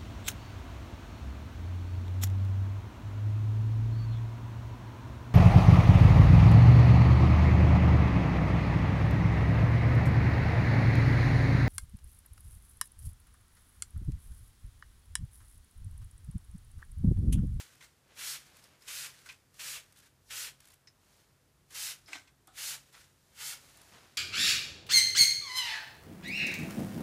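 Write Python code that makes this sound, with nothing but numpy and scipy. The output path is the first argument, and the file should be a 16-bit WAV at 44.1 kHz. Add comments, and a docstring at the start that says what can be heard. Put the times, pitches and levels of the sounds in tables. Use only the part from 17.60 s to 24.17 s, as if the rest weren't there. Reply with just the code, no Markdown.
"""A quiet room, where a plastic trigger bottle is pumped in quick strokes at an upright board.
Each squeeze is a coarse jet of drop grains, with a bright mist of finer grains that swells with the pressure.
The jet patters on the board and hums in its modes. Between squeezes filtered noise bursts make the trigger's
ticks and creaks, the air gulps and the knocks; grains make the refill fizz and the sleeve's rustle.
Diffuse reflections, soft air noise and a ventilation rumble surround it all."""
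import sys
import numpy as np
from scipy import signal
from scipy.fft import rfft, irfft, next_fast_len
from scipy.io import wavfile

SR = 44100
rng = np.random.default_rng(int(sys.argv[2]) if len(sys.argv) > 2 else 0)


def master_out(mix):
    """Clip the mix to full scale and print it as 16-bit PCM to the path in sys.argv[1]."""
    frames = np.transpose(np.atleast_2d(mix))
    ceiling = np.clip(frames, -1, 1)
    pcm = np.round(ceiling * 32767).astype(np.int16)
    wavfile.write(sys.argv[1], SR, pcm)


N = 289737
TIME = np.arange(N) / SR

# squeezes of the trigger: [start/s, length/s, attack/s, coarse jet level/dB, mist level/dB,
#   mist swell at full pressure/dB, patter level re the jet/dB, nozzle fizz level/dB]
SQUEEZES = [(-.17, 0.18, .01, -52.5, -50.5, 8, -12, -55), (0.594, 0.17, 0.018, -49, -48, 9, -19, -56),
            (1.283, 0.18, 0.0089, -49, -47, 4.5, -18, -53.5),
            (1.997, 0.18, 0.0047, -48.5, -49.5, 7, -19, -61),
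            (2.709, 0.17, 0.0067, -48.5, -48.5, 8, -19.5, -66.5),
            (4.149, 0.17, 0.0051, -49, -44.5, 6, -15, -62), (4.987, 0.16, 0.017, -48, -45, 6.5, -13.5, -59),
            (5.807, 0.13, 0.024, -49, -47, 7, -13, -57.5)]
# spectrum of fine mist, also of the sleeve's swish: [f/Hz, relative level/dB per Hz]
MIST_SPECTRUM = [(800, -30), (2000, -21), (3200, -7), (4300, -0.5), (5500, -1), (7000, -1), (8500, -3),
                 (10500, -3), (13000, -7), (15300, -12)]


def from_db(db):
    """Decibels to gain."""
    return 10 ** (np.asarray(db) / 20)


def rms_one(x):
    """Scale to unit rms."""
    return x / np.sqrt(np.mean(x ** 2) + 1e-20)


def colour(x, spectrum):
    """Give a steady sound a spectrum, rolled off 12 dB per octave below its first point; rms 1."""
    hz, db = np.transpose(spectrum)
    size = next_fast_len(N)
    log_hz = np.log(np.maximum(np.fft.rfftfreq(size, 1 / SR), 1))
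    bass_cut = np.minimum(1, np.exp(2 * (log_hz - np.log(hz[0]))))
    gain = from_db(np.interp(log_hz, np.log(hz), db))
    return rms_one(irfft(rfft(x, size) * bass_cut * gain, size)[:N])


def drift(rate_hz):
    """Random wander in straight lines between knots at this rate; rms 1."""
    knots = rng.standard_normal(4000)
    return rms_one(np.interp(TIME * rate_hz, np.arange(len(knots)), knots))


def grains(per_s, spread_db):
    """Tiny impacts at random moments, of uneven size and random sign; rms 1."""
    size_db = spread_db * np.minimum(rng.exponential(1, N), 4)
    impacts = from_db(size_db) * rng.choice([-1, 1], N)
    return rms_one(impacts * (rng.random(N) < per_s / SR))


def gate(s, length_s, attack_s, release_s):
    """Swell exponentially up to a moment, hold, die away exponentially."""
    before = np.maximum(s - TIME, 0) / attack_s
    after = np.maximum(TIME - s - length_s, 0) / release_s
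    return np.exp(-np.minimum(before + after, 20))


def resonate(x, hz, width_hz):
    """A two-pole resonance with gain 1 on its top."""
    r = np.exp(-np.pi * width_hz / SR)
    zeros = np.array([1, 0, -1]) * (1 - r * r) / 2
    poles = [1, -2 * r * np.cos(2 * np.pi * hz / SR), r * r]
    return signal.lfilter(zeros, poles, x)


def burst(decay_s, rise_s, size=12000):
    """Noise that swells quickly and dies away."""
    t = np.arange(size) / SR
    return rng.choice([-1, 1], size) * (1 - np.exp(-t / rise_s)) * np.exp(-t / decay_s)


def at_level(x, db, decay_s):
    """Scale a dying sound so that it starts near this rms level."""
    return x * from_db(db) * np.sqrt(decay_s * SR / 2 / np.sum(x ** 2))


def add(out, s, sound):
    """Mix a sound in at a moment."""
    start = max(0, int(s * SR))
    out[start:start + len(sound)] += sound[:N - start]


def spray():
    """Coarse drops patter through each squeeze while the mist swells with the pressure behind it."""
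    # spectrum of the coarse jet: [f/Hz, relative level/dB per Hz]
    jet_spectrum = [(100, -46), (300, -21), (550, -10.5), (750, -24), (1000, -10), (1250, -3), (1500, 1),
                    (2200, 2), (3000, 2.5), (4500, -4.5), (8000, -5.5), (15000, -16.5)]
    # spectrum of drops on the board's dull face: [f/Hz, relative level/dB per Hz]
    patter_spectrum = [(300, -20), (550, -8.5), (720, -0.5), (900, 8), (1050, -1), (1400, -7), (3000, -15)]
    pressure_skew = 1.28  # above 1, full pressure comes after the middle of the stroke
    spit_db, spit_s, snap_s = 4, 0.035, 0.0064  # the faster a squeeze snaps open, the stronger its coarse spit
    leak_db, leak_s = -58, 0.03  # mist leaks out as the pressure builds
    wetting_db = 2.5  # rise of the patter over one stroke, as the board gets wet
    jet_release_s, mist_release_s = 0.021, 0.022

    drops = colour(grains(per_s=9000, spread_db=2.5), jet_spectrum) * from_db(2.0 + 0.65 * drift(120))
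    hiss = colour(grains(per_s=30000, spread_db=1.0), MIST_SPECTRUM) * from_db(0.14 * drift(140))
    patter = colour(grains(per_s=3000, spread_db=3.5), patter_spectrum)
    out = 0
    for s, length_s, attack_s, jet_db, mist_db, swell_db, patter_db, _ in SQUEEZES:
        stroke = np.clip((TIME - s) / length_s, 0, 1)  # 0 to 1 through the squeeze
        pressure = np.sin(np.pi * stroke ** pressure_skew)
        snap = snap_s / (snap_s + attack_s)
        spit = spit_db * snap * np.exp(-stroke * length_s / spit_s)
        jet = from_db(jet_db + spit) * gate(s, length_s, attack_s, jet_release_s)
        mist = from_db(mist_db + swell_db * pressure) * gate(s, length_s, attack_s, mist_release_s)
        leak = from_db(leak_db) * gate(s, 0, leak_s, mist_release_s)
        wet = from_db(patter_db + wetting_db * (stroke - .5))
        direct = jet * (drops + wet * patter) + np.maximum(mist, leak) * hiss
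        out = out + reflected(direct)
    return out


def reflected(x, count=12):
    """Board, hand and bottle throw back weak early echoes, at new delays for each squeeze as the aim moves."""
    shortest_s, longest_s, echo_db = .0004, .008, -23  # level of each echo
    lags = (SR * rng.uniform(shortest_s, longest_s, count)).astype(int)
    return x + from_db(echo_db) * sum(np.pad(x, (lag, 0))[:N] for lag in lags)


def board():
    """The jet's impact, as noise, keeps the panel's lowest modes humming."""
    # modes of the board: [f/Hz, width/Hz, level re the jet/dB]
    panel_modes = [(137.7, 12, -25.5), (253, 23, -36), (530, 600, -24.5)]
    jet = sum(from_db(db) * gate(s, length_s, attack_s, release_s=0.089)
              for s, length_s, attack_s, db, *_ in SQUEEZES)
    push = jet * rng.standard_normal(N)
    out = 0
    for hz, width_hz, db in panel_modes:
        even_out = np.sqrt(SR / (np.pi * width_hz))  # a narrow mode passes less noise
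        out = out + from_db(db) * even_out * resonate(push, hz, width_hz)
    return out


def refill():
    """Liquid fizzes on in the nozzle after each squeeze, and in the valve whenever the piston travels."""
    # piston travels that draw liquid through the valve: [start/s, length/s, release/s, level/dB before trim]
    travels = [(0.221, 0.019, 0.033, -58), (0.957, 0.1, 0.02, -63.5), (1.217, 0.057, .03, -63.5),
               (1.656, 0.074, 0.024, -59.5), (1.944, .04, .02, -65.5), (2.362, 0.11, 0.02, -63.5),
               (3.01, 0.13, .025, -66.5), (4.114, 0.028, .02, -56.5), (4.48, 0.1, 0.046, -59.5),
               (5.339, 0.054, 0.069, -58)]
    # spectrum of the fizz: [f/Hz, relative level/dB per Hz]
    fizz_spectrum = [(200, -7.5), (500, -6.5), (900, -7.5), (1500, 0), (2500, -2), (5000, -3.5), (8000, -5),
                     (11000, -7.5), (15000, -15.5)]
    attack_s, nozzle_release_s = 0.011, 0.14
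    valve = sum(from_db(db) * gate(s, length_s, attack_s, release_s)
                for s, length_s, release_s, db in travels)
    nozzle = sum(from_db(db) * gate(s + length_s, 0, attack_s, nozzle_release_s)
                 for s, length_s, *_, db in SQUEEZES)
    trim = from_db(-1.0 + 1.44 * drift(110))
    return np.hypot(valve, nozzle) * colour(grains(per_s=7000, spread_db=1.5), fizz_spectrum) * trim


def trigger():
    """Each slip of the plastic trigger is a bright tick that catches again a moment later."""
    # single dry ticks: [t/s, peak level/dB before trim and sharing]
    single_ticks = [(0.153, -46), (0.9682, -39), (1.039, -41), (1.223, -43), (1.6604, -39), (1.942, -45),
                    (2.324, -42.5), (3.0032, -39), (4.106, -39), (4.121, -40), (4.8724, -38),
                    (6.1725, -38.5), (6.215, -39)]
    out = np.zeros(N)
    for s, db in single_ticks + slips():
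        for delay_s, share in [(0, 0.55), (.003, 0.49)]:
            slip = burst(decay_s=0.0012, rise_s=0.00031)
            tick = resonate(slip, 10300, 5000)
            tick -= 0.74 * resonate(slip, 4100, 3000)
            tick += 0.64 * resonate(slip, 1200, 900)
            add(out, s + delay_s, share * from_db(db - 3.0) * tick / np.abs(tick).max())
    return out


def slips(size=16):
    """The returning trigger sticks and slips at nearly even gaps, heard as a creak: rows of (t/s, level/dB)."""
    # creaks: [start/s, length/s, peak level/dB before trim and sharing]
    creak_runs = [(2.368, .05, -42), (3.052, .095, -41.5)]
    gap_s, jitter_s = 0.017, 0.0022
    rows = []
    for s, length_s, db in creak_runs:
        for k, late in enumerate(rng.standard_normal(size)):
            if k * gap_s < length_s:
                rows.append((s + k * gap_s + jitter_s * late, db))
    return rows


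def gulps():
    """Air breaks into the bottle: an uneven splash rings the air space while a bubble sounds its own note."""
    # gulps of air and slops of liquid: [t/s, level/dB, decay/s, bubble f/Hz, bubble level re the splash/dB]
    gulp_events = [(0.207, -55, .022, 1940, -3), (1.658, -55.5, 0.021, 1490, 2.5),
                   (1.688, -46.5, 0.017, 2530, 3), (4.480, -55.5, 0.074, 1570, -11),
                   (4.520, -50, .014, 1370, -5), (4.530, -37.5, 0.0082, 2500, 1),
                   (4.545, -43, 0.024, 1770, -10), (4.673, -59, 0.011, 2500, -2.5),
                   (5.342, -55.5, 0.026, 1350, -2.5)]
    # the bottle's air space and wall: [f/Hz, width/Hz, level/dB]
    bottle_modes = [(1032, 150, -4.5), (1545, 43, 4), (2090, 270, 3.5), (2800, 470, -2.5), (3070, 520, -1),
                    (4130, 300, -1.5), (5100, 550, -5.5), (6300, 1300, -7), (7650, 2000, -11)]
    out = np.zeros(N)
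    for s, db, decay_s, bubble_hz, bubble_db in gulp_events:
        splash = burst(decay_s, rise_s=.001)
        splash *= from_db(3 * drift(300)[:len(splash)])
        body = 0
        for k, (hz, width_hz, mode_db) in enumerate(bottle_modes):
            sign = (-1) ** k  # neighbouring modes in opposite phase
            body = body + sign * from_db(mode_db) * resonate(splash, hz, width_hz)
        bubble = resonate(burst(decay_s, rise_s=0.001), bubble_hz, width_hz=190)
        add(out, s, at_level(body, db, decay_s) + at_level(bubble, db + bubble_db, decay_s))
    return out


def rings():
    """Light contacts wake the spring or the shell; each hit has its own brightness, which tilts the modes."""
    # the trigger's spring: [f/Hz, width/Hz, level/dB before the tilt]
    spring_modes = [(2010, 1000, -10), (4300, 940, -7), (5050, 340, 1.5)]
    # pings of the spring as it seats: [t/s, level/dB, decay/s, brightness/dB per octave]
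    spring_pings = [(1.039, -56, 0.0052, 7), (1.221, -55, 0.0036, 5), (3.272, -51.5, 0.011, -1.5),
                    (4.459, -59, .035, 4)]
    # the bottle's shell: [f/Hz, width/Hz, level/dB before the tilt]
    shell_modes = [(294, 42, 0.5), (736, 180, -3.5), (1230, 260, -4), (3450, 1200, -14.5),
                   (7500, 1300, -17)]
    # liquid knocking against the shell: [t/s, level/dB, decay/s, brightness/dB per octave]
    shell_knocks = [(4.483, -54, 0.027, -0.5), (4.518, -56.5, 0.065, 2), (4.548, -49.5, 0.018, -0.5),
                    (4.873, -58, 0.041, 0)]
    out = np.zeros(N)
    for modes, hits in [(spring_modes, spring_pings), (shell_modes, shell_knocks)]:
        for s, db, decay_s, bright_db in hits:
            knock = burst(decay_s, rise_s=0.0007)
            body = 0
            for hz, width_hz, mode_db in modes:
                ring = resonate(resonate(knock, hz, width_hz), hz, 3 * width_hz)
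                body = body + from_db(mode_db + bright_db * np.log2(hz)) * ring
            add(out, s, at_level(body, db, decay_s))
    return out


def sleeve():
    """Cloth rubs in uneven lumps, with a fine swish above, as the arm speeds up and slows down."""
    # arm movements: [fastest moment/s, half length/s, dull rub level/dB before trim, bright swish level/dB]
    arm_moves = [(.57, .05, -65.5, -78), (1.018, 0.19, -69, -72.5), (3.556, 0.085, -72.5, -70.5),
                 (6.09, 0.24, -70.5, -64.5), (6.39, .1, -62.5, -76)]
    # spectrum of the dull rubbing: [f/Hz, relative level/dB per Hz]
    rub_spectrum = [(100, -2.5), (240, -2), (600, -2.5), (1000, -4), (2000, -4.5), (3500, -7.5),
                    (7000, -16), (15000, -45)]
    rub, swish = 0, 0
    for s, half_s, rub_db, swish_db in arm_moves:
        speed = 1 / np.cosh(np.clip((TIME - s) / half_s, -20, 20))
        rub = rub + from_db(rub_db) * speed
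        swish = swish + from_db(swish_db) * speed
    lumps = from_db(2.0 + 2 * drift(45))
    dull = colour(grains(per_s=2500, spread_db=2.0), rub_spectrum) * lumps
    bright = colour(grains(per_s=12000, spread_db=4.0), MIST_SPECTRUM)
    return rub * dull + swish * bright


def room(x):
    """Diffuse reflections: a decaying noise tail of unit energy, dulled by the walls."""
    t60_s, first_s, wall_hz, size = 0.19, 0.01, 7000, 22050
    t = np.arange(size) / SR
    tail = rng.standard_normal(size) * from_db(-60 * t / t60_s) * (t > first_s)
    tail = signal.sosfilt(signal.butter(1, wall_hz, fs=SR, output="sos"), tail)
    return signal.fftconvolve(x, tail / np.sqrt(np.sum(tail ** 2)))[:N]


def room_tone():
    """Soft air noise over a wavering ventilation rumble, which is noise in the room's low modes."""
    # the rumble's room modes: [f/Hz, width/Hz, rms level/dB]
    rumble_modes = [(52.6, 14, -78), (90.6, 9.4, -77.5), (134.4, 3.9, -77.5)]
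    # spectrum of the air noise: [f/Hz, relative level/dB per Hz]
    air_spectrum = [(12, -52), (22, -28), (45, -13), (139, -9), (220, -14), (457, -17.5), (713, -21),
                    (1240, -22), (1640, -23), (2770, -27.5), (7000, -29.5), (11000, -30.5), (15000, -36)]
    air_db = -70  # rms
    rumble = 0
    for hz, width_hz, db in rumble_modes:
        draught = resonate(rng.standard_normal(N), hz, 5 * width_hz)
        rumble = rumble + from_db(db) * rms_one(resonate(draught, hz, width_hz))
    return rumble + from_db(air_db) * colour(rng.standard_normal(N), air_spectrum)


def scene():
    """Bottle, board and sleeve in the room."""
    near = spray() + board() + refill() + trigger() + gulps() + rings() + sleeve()
    room_db = -17  # reflections re the near sound
    return (near + from_db(room_db) * room(near) + room_tone())[None]


def record(dry):
    """The small microphone loses the deepest bass; the top is cut steeply."""
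    low_cut_hz, top_cut_hz = 29, 15450
    thin = signal.sosfilt(signal.butter(2, low_cut_hz, "high", fs=SR, output="sos"), dry)
    return signal.sosfilt(signal.ellip(12, .2, 70, top_cut_hz, fs=SR, output="sos"), thin)


dry = scene()
out = record(dry)
master_out(out)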